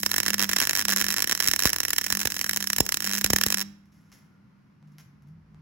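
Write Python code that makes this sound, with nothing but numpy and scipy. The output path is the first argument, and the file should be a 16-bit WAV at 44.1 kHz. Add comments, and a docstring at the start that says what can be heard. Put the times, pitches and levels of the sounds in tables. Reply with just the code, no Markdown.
"""A MIG welding arc runs a bead round a steel exhaust pipe, close by in a workshop.
On every second or third swell of the current, in flurries on each one, the wire shorts and the arc
relights: it cracks, sprays spatter and excites the pipe's resonances, and sizzles in between.
The transformer hums under the load and big drops burst with a thump. The arc stops, the hot joint
ticks, the torch knocks lightly, and a low drone goes on over the noise of the room."""
import sys
import numpy as np
from scipy import signal
from scipy.fft import rfft, irfft
from scipy.io import wavfile
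from scipy.ndimage import uniform_filter1d

SR = 44100
rng = np.random.default_rng(int(sys.argv[2]) if len(sys.argv) > 2 else 0)


def wav_record(signal):
    """Record a signal, one row per channel, as 16-bit PCM in the file named by sys.argv[1]."""
    frames = np.transpose(np.atleast_2d(signal))
    bounded = np.clip(frames, -1, 1)
    # unit amplitude maps onto the largest positive 16-bit level
    quanta = np.round(bounded * 32767).astype(np.int16)
    wavfile.write(sys.argv[1], SR, quanta)


N = 247401
T = np.arange(N) / SR
PAD = 2 ** 18
HZ = np.arange(PAD // 2 + 1) * SR / PAD + 1e-3
SIDES = np.array([[.5], [-.5]])  # shares a level or phase difference between left and right
MAINS_HZ, SWELL_S = 50, .01  # the rectified current swells twice in each mains cycle
FIRST_CREST_S, ARC_OFF_S = .0034, 3.628

# Levels in the tables are relative; each source adds its own gain and filtering.
# loudest relights of the arc: (time [s], crack level [dB], spatter level [dB])
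LOUD_RELIGHTS = [(0.033, -6, -16.5), (0.0629, -4.5, -12.5), (0.115, -10, -9.5), (0.1419, -9, -19),
                 (0.1631, -6.5, -13.5), (0.1822, -5, -14), (0.2025, -5.5, -20.5), (0.2324, -9, -21),
                 (0.2631, -6, -12), (0.282, -6.5, -17), (0.3331, -10.5, -19.5), (0.343, -3.5, -28.5),
                 (0.3945, -6.5, -10.5), (0.443, -11.5, -15), (0.493, -7, -25), (0.5329, -8.5, -10.5),
                 (0.563, -11, -8.5), (0.585, -9, -15), (0.6017, -14, -6), (0.6723, -6, -21),
                 (0.6945, -9.5, -10.5), (0.7325, -9, -17.5), (0.7523, -7, -17), (0.7932, -7.5, -18.5),
                 (0.8129, -10, -18), (0.8528, -7, -20.5), (0.8833, -9.5, -9.5), (0.9325, -9, -22),
                 (0.9625, -8, -8), (1.0136, -6, -15), (1.1416, -8.5, -23), (1.2226, -5.5, -7.5),
                 (1.2742, -9.5, -14.5), (1.3129, -7.5, -18), (1.3224, -6, -19.5), (1.351, -10, -15),
                 (1.3757, -11.5, -17.5), (1.4028, -6, -7.5), (1.4744, -10, -4), (1.4848, -3, -12.5),
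                 (1.5358, -5, -16.5), (1.5622, -6.5, -14.5), (1.5922, -12, -8), (1.655, -3, -7),
                 (1.673, -13.5, -8), (1.7622, -9, -16.5), (1.8036, -4, -16.5), (1.8831, -11, -15),
                 (1.9049, -10, -10), (1.9322, -8, -10.5), (1.9828, -9, -5.5), (2.042, -10.5, -20),
                 (2.0647, -8.5, -16.5), (2.103, -7.5, -14), (2.125, -2.5, -12), (2.1514, -7, -17.5),
                 (2.172, -8, -15.5), (2.2538, -9, -10.5), (2.321, -12, -15), (2.4133, -11.5, -12),
                 (2.4937, -14, -8), (2.5328, -12, -12.5), (2.5621, -9, -12), (2.5725, -6.5, -16),
                 (2.6727, -9, -15), (2.7018, -6, -17), (2.7321, -6, -16.5), (2.7842, -5, -6.5),
                 (2.8043, -9, -2.5), (2.8914, -8.5, -14.5), (2.922, -18.5, -9.5), (2.9716, -9, -19.5),
                 (3.0046, -10, -19.5), (3.1344, -7.5, -19), (3.2125, -10.5, -20.5), (3.2436, -7.5, -3.5),
                 (3.2627, -6, -17.5), (3.303, -10.5, -4.5), (3.3335, -2, -6), (3.362, -5, -4),
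                 (3.4131, -6.5, -9.5), (3.4361, -5.5, -6), (3.4635, -4.5, -7.5), (3.5035, -7.5, -13.5),
                 (3.5241, -6, -10), (3.544, -4.5, -13)]
# flurries, in which the wire shorts on every swell: (start [s], end [s])
FLURRY_SPANS = [(.38, 0.44), (.61, .64), (.75, 0.83), (.88, 0.93), (.96, 1.032), (1.16, 1.207), (1.42, 1.5),
                (1.59, 1.706), (2.19, 2.22), (3.04, 3.19), (3.57, 3.65)]
# lulls in which the ordinary cracks pause: (start [s], end [s])
LULL_SPANS = [(.07, 0.15), (.35, .37), (.45, .49), (2.07, 2.135), (2.54, 2.56), (2.81, 2.85), (3.27, 3.3)]
# ordinary drops fed by the wire: (time [s], interval [s], level [dB])
WIRE_FEED = [(0, .027, -1), (.2, .024, -1), (.65, .021, 0), (1.1, .021, -1), (1.3, .027, -1),
             (1.5, .023, 1), (1.8, .025, -1), (2.05, .028, -1), (2.35, .022, -2), (2.7, .029, -1),
             (3.1, .023, -1.5), (3.3, .03, 0), (3.6, .021, -3)]
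# burning arc: (time [s], sizzle level [dB], spitting level [dB], gain of the cracks' body [dB])
ARC_LEVELS = [(0, -47.5, -33.5, 1), (.4, -49, -44.5, 2), (.7, -45, -42, 1), (1.2, -53, -48, 0.5),
              (1.6, -46.5, -40.5, -1.5), (2, -56, -41, -2), (2.45, -53.5, -37.5, -1),
              (2.9, -51.5, -39.5, -2.5), (3.15, -49.5, -38, -2), (3.62, -54.5, -43.5, -1.5)]
# modes of the pipe and gas nozzle: (frequency [Hz], bandwidth [Hz], level [dB])
PIPE_MODES = [(836, 70, -8), (1800, 380, 1.5), (2730, 110, -3), (3180, 130, -5.5), (3870, 240, 2),
              (5430, 240, -5.5), (5440, 300, -1.5), (5670, 63, -6.5), (6360, 90, -9), (7080, 110, 1.5),
              (7700, 250, -4.5), (10730, 110, -6.5), (11340, 100, -3), (11410, 180, 1.5), (15340, 400, 0)]
# narrow dips in the arc's treble: (frequency [Hz], bandwidth [Hz], level subtracted [dB])
ARC_DIPS = [(3570, 200, -9.5), (8680, 780, -6), (13650, 1000, -4)]
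# arc spectrum at the two microphone ports: (frequency [Hz], left gain [dB], right gain [dB])
ARC_SPECTRUM = [(374, -7.5, -4), (725, -13, -9.5), (1335, -7.5, -6), (1740, -5, -0.5), (2410, -8, -4),
                (3500, -11.5, -4.5), (4696, -19, -5), (5500, -9, 3.5), (6370, -7, -3), (8300, -8, -7.5),
                (10030, -6.5, -7.5), (11300, -6, -5.5), (13290, -5.5, -5), (15700, -9, -9.5)]
# phase difference between the ports: (frequency [Hz], lead of the left [rad])
PORT_LEAD = [(300, 1.24), (1100, 0.72), (2000, -0.78), (3200, -2), (5200, -2.5), (6500, -5), (7600, -6),
             (8600, -3.5), (11200, 0.5), (13300, 2), (16000, 7.5)]
# tone colour of the reverberant tail, with two treble dips: (frequency [Hz], gain [dB])
TAIL_COLOUR = [(150, 5.5), (330, 7), (520, 1), (1200, 1.5), (2000, -2.5), (3500, -1.5), (5500, 1),
               (7500, -1), (9000, -11), (11300, -8), (13500, -13), (15500, -7)]
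# transformer's 200 Hz line under load: (time [s], level [dB])
HUM_LEVELS = [(0, -45), (0.2, -50.5), (0.32, -38), (0.46, -37), (0.72, -60.5), (0.9, -37.5), (1.1, -42),
              (1.28, -61), (1.45, -45.5), (1.85, -72.5), (2.15, -40.5), (2.35, -55), (2.52, -47),
              (2.8, -44.5), (2.92, -61.5), (3.08, -38), (3.65, -40.5)]
# workshop noise: (frequency [Hz], spectral level [dB])
AIR_SPECTRUM = [(25, -29.5), (60, -14.5), (110, -4), (180, -1), (260, -7.5), (420, -23.5), (700, -27),
                (1000, -22.5), (1400, -24.5), (2200, -29), (3500, -39.5), (5500, -39), (8500, -55),
                (11200, -47.5), (14000, -55)]
# low drone: (time [s], level [dB])
DRONE_LEVELS = [(3.75, -63.5), (4.7, -72), (4.85, -51), (5, -50.5), (5.17, -60), (5.3, -49.5), (5.46, -59),
                (5.61, -47)]
# faint ring of the hot pipe: (time [s], level [dB])
RING_LEVELS = [(0, -91), (3.7, -82), (4.25, -80), (4.38, -72), (4.55, -89), (5.6, -89.5)]
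# low rumble: (time [s], level [dB])
RUMBLE_LEVELS = [(0, -55.5), (3.7, -64), (4.1, -70), (4.7, -85), (5.1, -74), (5.3, -60), (5.6, -56)]
# heavy bursts of molten drops: (time [s], level [dB], high-pass corner [Hz])
DROP_BURSTS = [(1.484, -30, 15), (1.654, -15.5, 15), (2.124, -32, 20), (2.254, -23.5, 30),
               (2.783, -27, 120), (2.804, -12.5, 75), (3.244, -24, 15), (3.302, -19.5, 20),
               (3.333, -16, 55), (3.362, -31, 60), (3.463, -22, 70)]
# body of those bursts: (frequency [Hz], gain [dB])
BURST_SPECTRUM = [(20, -27), (52, 0.5), (110, -3.5), (250, -5), (600, -11), (1000, -14), (1600, -39.5),
                  (4000, -75)]
# hot steel and scale: (time [s], tick level [dB], fizz level [dB], fizz decay [s])
SCALE_TICKS = [(3.63, -45, -56, 0.089), (3.857, -39, -70, 0.023), (3.92, -47, -62, 0.19),
               (4.1178, -28, -47.5, 0.047), (4.875, -45, -67, 0.034), (4.919, -45, -68, 0.033),
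               (4.9839, -23, -45.5, 0.026), (5.223, -40, -68, .02), (5.272, -48.5, -66, .03)]
# spectrum of those ticks: (frequency [Hz], gain [dB])
TICK_SPECTRUM = [(200, -9.5), (900, -3), (2000, -1), (4000, -9), (5700, -3), (7600, -9.5), (9000, -25),
                 (11300, -1.5), (13500, -25), (15400, -13)]
# modes of the steel after a tick: (frequency [Hz], bandwidth [Hz], level [dB])
STEEL_MODES = [(2080, 10.9, 10), (3960, 10, 6), (5320, 22, 8), (5430, 20, 7), (6280, 12, 7)]
# light knocks as the torch is moved away: (time [s], level [dB])
TORCH_KNOCKS = [(4.827, -29), (5.5456, -27)]
# spectrum of those knocks: (frequency [Hz], gain [dB])
KNOCK_SPECTRUM = [(200, -9), (1100, 3), (2000, -9), (6000, -15), (12000, -30)]


def undb(db):
    """Amplitude ratio of a level in decibels."""
    return 10 ** (np.asarray(db) / 20)


def curve(rows, column=1):
    """Envelope: one column of a table, interpolated linearly in time."""
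    columns = np.transpose(rows)
    return np.interp(T, columns[0], columns[column])


def colour(rows, column=1):
    """Magnitude response: a column of decibels, interpolated over log frequency."""
    columns = np.transpose(rows)
    return undb(np.interp(np.log(HZ), np.log(columns[0]), columns[column]))


def filtered(x, response):
    """Linear filtering: the spectrum is multiplied by a frequency response."""
    return irfft(rfft(x, PAD) * response, PAD)[..., :N]


def resonances(modes):
    """Superposition of damped modes: (frequency [Hz], bandwidth [Hz], level [dB])."""
    return sum(undb(db) / (1 + 1j * (HZ ** 2 - hz ** 2) / (width * HZ)) for hz, width, db in modes)


def unit(x):
    """Normalisation to an RMS of one."""
    return x / np.sqrt(np.mean(x ** 2))


def wander(rate_hz):
    """Random modulation: held values, smoothed twice, with a spread near one."""
    hold = int(SR / rate_hz)
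    steps = np.repeat(rng.standard_normal(N // hold + 1), hold)
    return 1.3 * uniform_filter1d(uniform_filter1d(steps, hold), hold)[:N]


def impulses(times, sizes):
    """Impulse train with one spike for each event."""
    return np.bincount(np.clip(np.round(times * SR).astype(int), 0, N - 1), sizes, N)


def fading(x, decay_s):
    """Exponential decay after each spike."""
    return signal.lfilter([1], [1, -np.exp(-1 / (decay_s * SR))], x)


def grains(spread_db):
    """Impulsive noise: dense tiny clicks of log-normal size."""
    return unit(rng.standard_normal(N) * undb(spread_db * rng.standard_normal(N)))


def band(hz, width_hz):
    """Narrow-band noise: white noise through the same resonance twice."""
    return unit(filtered(rng.standard_normal(N), resonances([(hz, width_hz, 0)]) ** 2))


def reverberation(x, t60_s=.55, treble_t60_s=.37, build_s=.0055):
    """The diffuse field of the workshop differs on each side; its treble decays first."""
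    t = T[:SR]
    noise = rng.standard_normal((2, SR))
    low = signal.sosfilt(signal.butter(2, 4000, fs=SR, output="sos"), noise)
    tail = low * undb(-60 * t / t60_s) + (noise - low) * undb(-60 * t / treble_t60_s)
    tail *= 1 - np.exp(-t / build_s)
    tail /= np.sqrt(np.sum(tail ** 2) / 2)
    return signal.fftconvolve(np.atleast_2d(x), tail, axes=1)[:, :N]


def early_reflections(x, echo_db=-5, decay_s=.0023, gap_s=.0005):
    """Echoes from floor, muffler and bracket interfere with the direct sound at each port."""
    t = T[:SR // 30]
    cluster = rng.standard_normal((2, len(t))) * np.exp(-t / decay_s) * (t > gap_s)
    cluster /= np.sqrt(np.sum(cluster ** 2, axis=1, keepdims=True))
    response = 1 + undb(echo_db) * rfft(cluster, PAD)
    # the spectrum ripples finely but keeps its broad shape
    broad_power = uniform_filter1d(np.abs(response) ** 2, size=PAD // 260, axis=1)
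    return filtered(x, response / np.sqrt(broad_power))


def short_circuits(crests, loud, flurry, lull):
    """Short-circuit transfer: marks the crests on which the wire sheds a drop."""
    feed_s, interval_s, _ = np.transpose(WIRE_FEED)
    crests_per_drop = np.interp(crests, feed_s, interval_s) / SWELL_S
    # between loud cracks and flurries the drops follow the pace of the feed
    anchors = np.union1d(loud, np.flatnonzero(flurry))
    shorts = np.zeros(len(crests), bool)
    for start, end in zip(anchors, anchors[1:]):
        drops = max(round((end - start) / crests_per_drop[start]), 1)
        shorts[np.round(np.linspace(start, end, drops + 1)).astype(int)] = True
    shorts &= ~lull
    shorts[loud] = True
    return shorts


def relights(crack_db=-9, spatter_db=-17.5, vary_db=3, jitter_s=.0012, flurry_db=-1,
             graze_db=-12, graze_share=.2, double_db=-5, double_share=.25, double_s=.004):
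    """The arc reignites near crests of the current: (time [s], crack [dB], spatter [dB])."""
    crests = np.arange(FIRST_CREST_S, T[-1], SWELL_S)
    late, force, splash, delay = rng.standard_normal((len(crests), 4)).T
    graze, double = rng.random((len(crests), 2)).T
    loud = np.round((np.transpose(LOUD_RELIGHTS)[0] - FIRST_CREST_S) / SWELL_S).astype(int)
    flurry, lull = (np.any([(crests > start) & (crests < end) for start, end in spans], axis=0)
                    for spans in (FLURRY_SPANS, LULL_SPANS))
    shorts = short_circuits(crests, loud, flurry, lull)
    # ordinary drops vary, up to a limit in size
    feed_s, _, feed_db = np.transpose(WIRE_FEED)
    drop_db = np.interp(crests, feed_s, feed_db) + vary_db * np.minimum(force, .8)
    drop_db += flurry_db * flurry + graze_db * ~shorts
    splash_db = drop_db + vary_db * np.minimum(splash, .8)
    first = np.column_stack([crests + jitter_s * late, crack_db + drop_db, spatter_db + splash_db])
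    # on the other crests the wire now and then just grazes the pool
    heard = (shorts | (graze < graze_share)) & (crests < ARC_OFF_S)
    # some drops part in two steps, so a weaker crack follows
    second = first + [0, double_db, double_db]
    first[loud] = LOUD_RELIGHTS
    second[:, 0] = first[:, 0] + double_s * np.exp(.3 * delay)
    return np.vstack([first[heard], second[heard & (double < double_share)]])


def sizzle_envelope(times, crowd_db=4, vary_db=4):
    """Amplitude follows event density: the pool boils louder where relights crowd together."""
    window = signal.windows.hann(SR // 16)
    crowd = np.minimum(signal.fftconvolve(impulses(times, np.ones(len(times))), window, "same"), 4)
    return undb(curve(ARC_LEVELS, column=1) + crowd_db * (crowd - 1.5) + vary_db * wander(250))


def droplets(envelope, scatter=.9, corner_hz=450):
    """Small sources radiate little bass; droplets fly all ways, so each port hears some of its own."""
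    shared = grains(spread_db=4)
    separate = np.array([grains(spread_db=3), grains(spread_db=5)])
    return filtered(envelope * unit(shared + scatter * separate), HZ / np.hypot(HZ, corner_hz))


def drop_body(x, split_hz=3000, vary_db=2):
    """Source size shapes the spectrum: each drop makes a fuller or thinner crack than the last."""
    body = filtered(x, 1 / (1 + (HZ / split_hz) ** 2))
    return x + body * (undb(curve(ARC_LEVELS, column=3) + vary_db * wander(70)) - 1)


def spitting(corner_hz=6000, gain_db=-1.5, vary_db=6):
    """Fine sparks from the pool make bright noise, amplitude-modulated into millisecond puffs."""
    puffs = undb(curve(ARC_LEVELS, column=2) + gain_db + vary_db * np.minimum(wander(220), 2))
    return filtered(puffs * grains(spread_db=5.5), HZ ** 2 / (HZ ** 2 + corner_hz ** 2))


def arc(crack_gain_db=14, spatter_gain_db=.5, trail_db=-20, touch_db=-24, touch_s=.003, ripple=.82):
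    """Pressure impulses mark each touch and relight; the current modulates the sizzle between."""
    times, crack_db, spatter_db = relights().T
    lead, force = rng.standard_normal((N // 256, 2))[:len(times)].T
    cracks = impulses(times, undb(crack_db + crack_gain_db))
    # the wire ticks against the pool just before each crack
    touch_times = times - touch_s * np.exp(.3 * lead)
    touches = impulses(touch_times, undb(crack_db + crack_gain_db + touch_db + 4 * force))
    bursts = impulses(times, undb(spatter_db))
    spray = undb(spatter_gain_db) * fading(bursts, decay_s=.0015)
    spray += undb(trail_db) * fading(bursts, decay_s=.005)
    current = (1 + ripple * np.cos(2 * np.pi * (T - FIRST_CREST_S) / SWELL_S)) * (T < ARC_OFF_S)
    frying = droplets(spray + sizzle_envelope(times) * current)
    return drop_body(cracks + touches + frying) + spitting() * current


def weld(ring_db=-3, room_db=-19, bass_cut_hz=140, gain_db=1.6):
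    """Resonance: the arc rings the pipe, reaches the ports by different paths and fills the room."""
    pipe = 1 + undb(ring_db) * resonances(PIPE_MODES)
    treble_dips = 1 - resonances(ARC_DIPS)
    bass_cut = HZ / np.hypot(HZ, bass_cut_hz)
    lead = np.exp(1j * np.interp(HZ, *np.transpose(PORT_LEAD)))
    ports = np.array([colour(ARC_SPECTRUM, column=1) * lead, colour(ARC_SPECTRUM, column=2)])
    direct = filtered(arc(), undb(gain_db) * pipe * treble_dips * bass_cut * ports)
    near = early_reflections(direct)
    return near + undb(room_db) * reverberation(filtered(direct, colour(TAIL_COLOUR)))


def transformer(idle_db=-63, second_db=-63, sixth_db=-62, release_s=.17, fade_s=.051, hold_s=.033,
                flutter_db=1.2, pan_db=-1.5, port_rad=.39):
    """The core vibrates at even harmonics of the mains, sinking to an idle hum when the arc stops."""
    phase = 2 * np.pi * MAINS_HZ * T + .15 * wander(12)
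    load = np.exp(-np.maximum(T - ARC_OFF_S, 0) / release_s) * undb(2.2 * wander(14))
    working = np.exp(-np.maximum(T - ARC_OFF_S - hold_s, 0) / fade_s)
    strength = working * undb(curve(HUM_LEVELS)) + (1 - working) * undb(idle_db)
    # standing waves in the room give the main line another level and phase at each port
    port_gain = undb(pan_db * SIDES + flutter_db * wander(45))
    fourth = strength * port_gain * np.sin(4 * phase + port_rad * SIDES)
    neighbours = undb(second_db) * np.sin(2 * phase) + undb(sixth_db) * np.sin(6 * phase)
    return np.sqrt(2) * (fourth + load * neighbours)


def room_noise(level_db=-59.5, wide_hz=500):
    """Soft broadband noise whose coherence between the sides is greatest in the bass."""
    spectrum = colour(AIR_SPECTRUM)
    mid = filtered(rng.standard_normal(N), spectrum)
    side = filtered(rng.standard_normal(N), spectrum * np.minimum(HZ / wide_hz, .8))
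    return unit(mid + 2 * SIDES * side) * undb(level_db + wander(5.09))


def drone(hz=156, gain_db=-1, waver_db=3):
    """A low tone wavers under random frequency and amplitude modulation."""
    phase = 2 * np.pi * np.cumsum(hz * (1 + .035 * wander(18))) / SR
    return np.sqrt(2) * undb(curve(DRONE_LEVELS) + gain_db + waver_db * wander(16)) * np.sin(phase)


def pipe_ring():
    """A narrow resonance of the hot pipe rings faintly."""
    return undb(curve(RING_LEVELS)) * band(hz=1415, width_hz=70)


def rumble():
    """Low band-limited noise comes and goes in the workshop."""
    return undb(curve(RUMBLE_LEVELS)) * band(hz=77, width_hz=73)


def thumps(gain_db=41, pan_db=-.5, port_rad=.35, room_db=-18):
    """A big drop blows apart and displaces air, radiating a low pressure pulse."""
    puffs = np.zeros(N)
    for time_s, db, corner_hz in DROP_BURSTS:
        burst = impulses(np.array([time_s]), [undb(db + gain_db)])
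        puffs += signal.lfilter(*signal.butter(1, corner_hz, "high", fs=SR), burst)
    ports = undb(pan_db * SIDES) * np.exp(1j * port_rad * SIDES)
    direct = filtered(puffs, colour(BURST_SPECTRUM) * ports)
    return direct + undb(room_db) * reverberation(direct)


def cooling_ticks(room_db=-5):
    """Scale cracks off the hot bead; each tick and brief fizz excites the modes of the steel."""
    times, tick_db, _, _ = np.transpose(SCALE_TICKS)
    fizz = sum(undb(db) * fading(impulses(np.array([time_s]), [1.]), decay_s)
               for time_s, _, db, decay_s in SCALE_TICKS)
    excitation = impulses(times, undb(tick_db)) + fizz * grains(spread_db=7)
    direct = filtered(excitation, colour(TICK_SPECTRUM) * (1 + resonances(STEEL_MODES)))
    return direct + undb(room_db) * reverberation(direct)


def torch_knocks(room_db=-1):
    """Damped impacts: the torch and its hose bump dully as they are drawn back."""
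    times, db = np.transpose(TORCH_KNOCKS)
    direct = filtered(impulses(times, undb(db)), colour(KNOCK_SPECTRUM))
    return direct + undb(room_db) * reverberation(direct)


def scene():
    """Superposition: the pressures of all sources add at the two ports."""
    work = weld() + thumps() + transformer() + cooling_ticks() + torch_knocks()
    return work + room_noise() + drone() + pipe_ring() + rumble()


def record(dry, lag_cycles=.95, corner_hz=25, top_hz=15900):
    """Group delay in the microphone's filters holds back the bass; peaks clip and the top is cut."""
    delayed = filtered(dry, np.exp(-2j * np.pi * lag_cycles * np.log(1 + HZ / corner_hz)))
    low_pass = signal.ellip(8, .2, 70, top_hz, fs=SR, output="sos")
    return signal.sosfilt(low_pass, np.clip(delayed, -1, 1))


dry = scene()
out = record(dry)
wav_record(out)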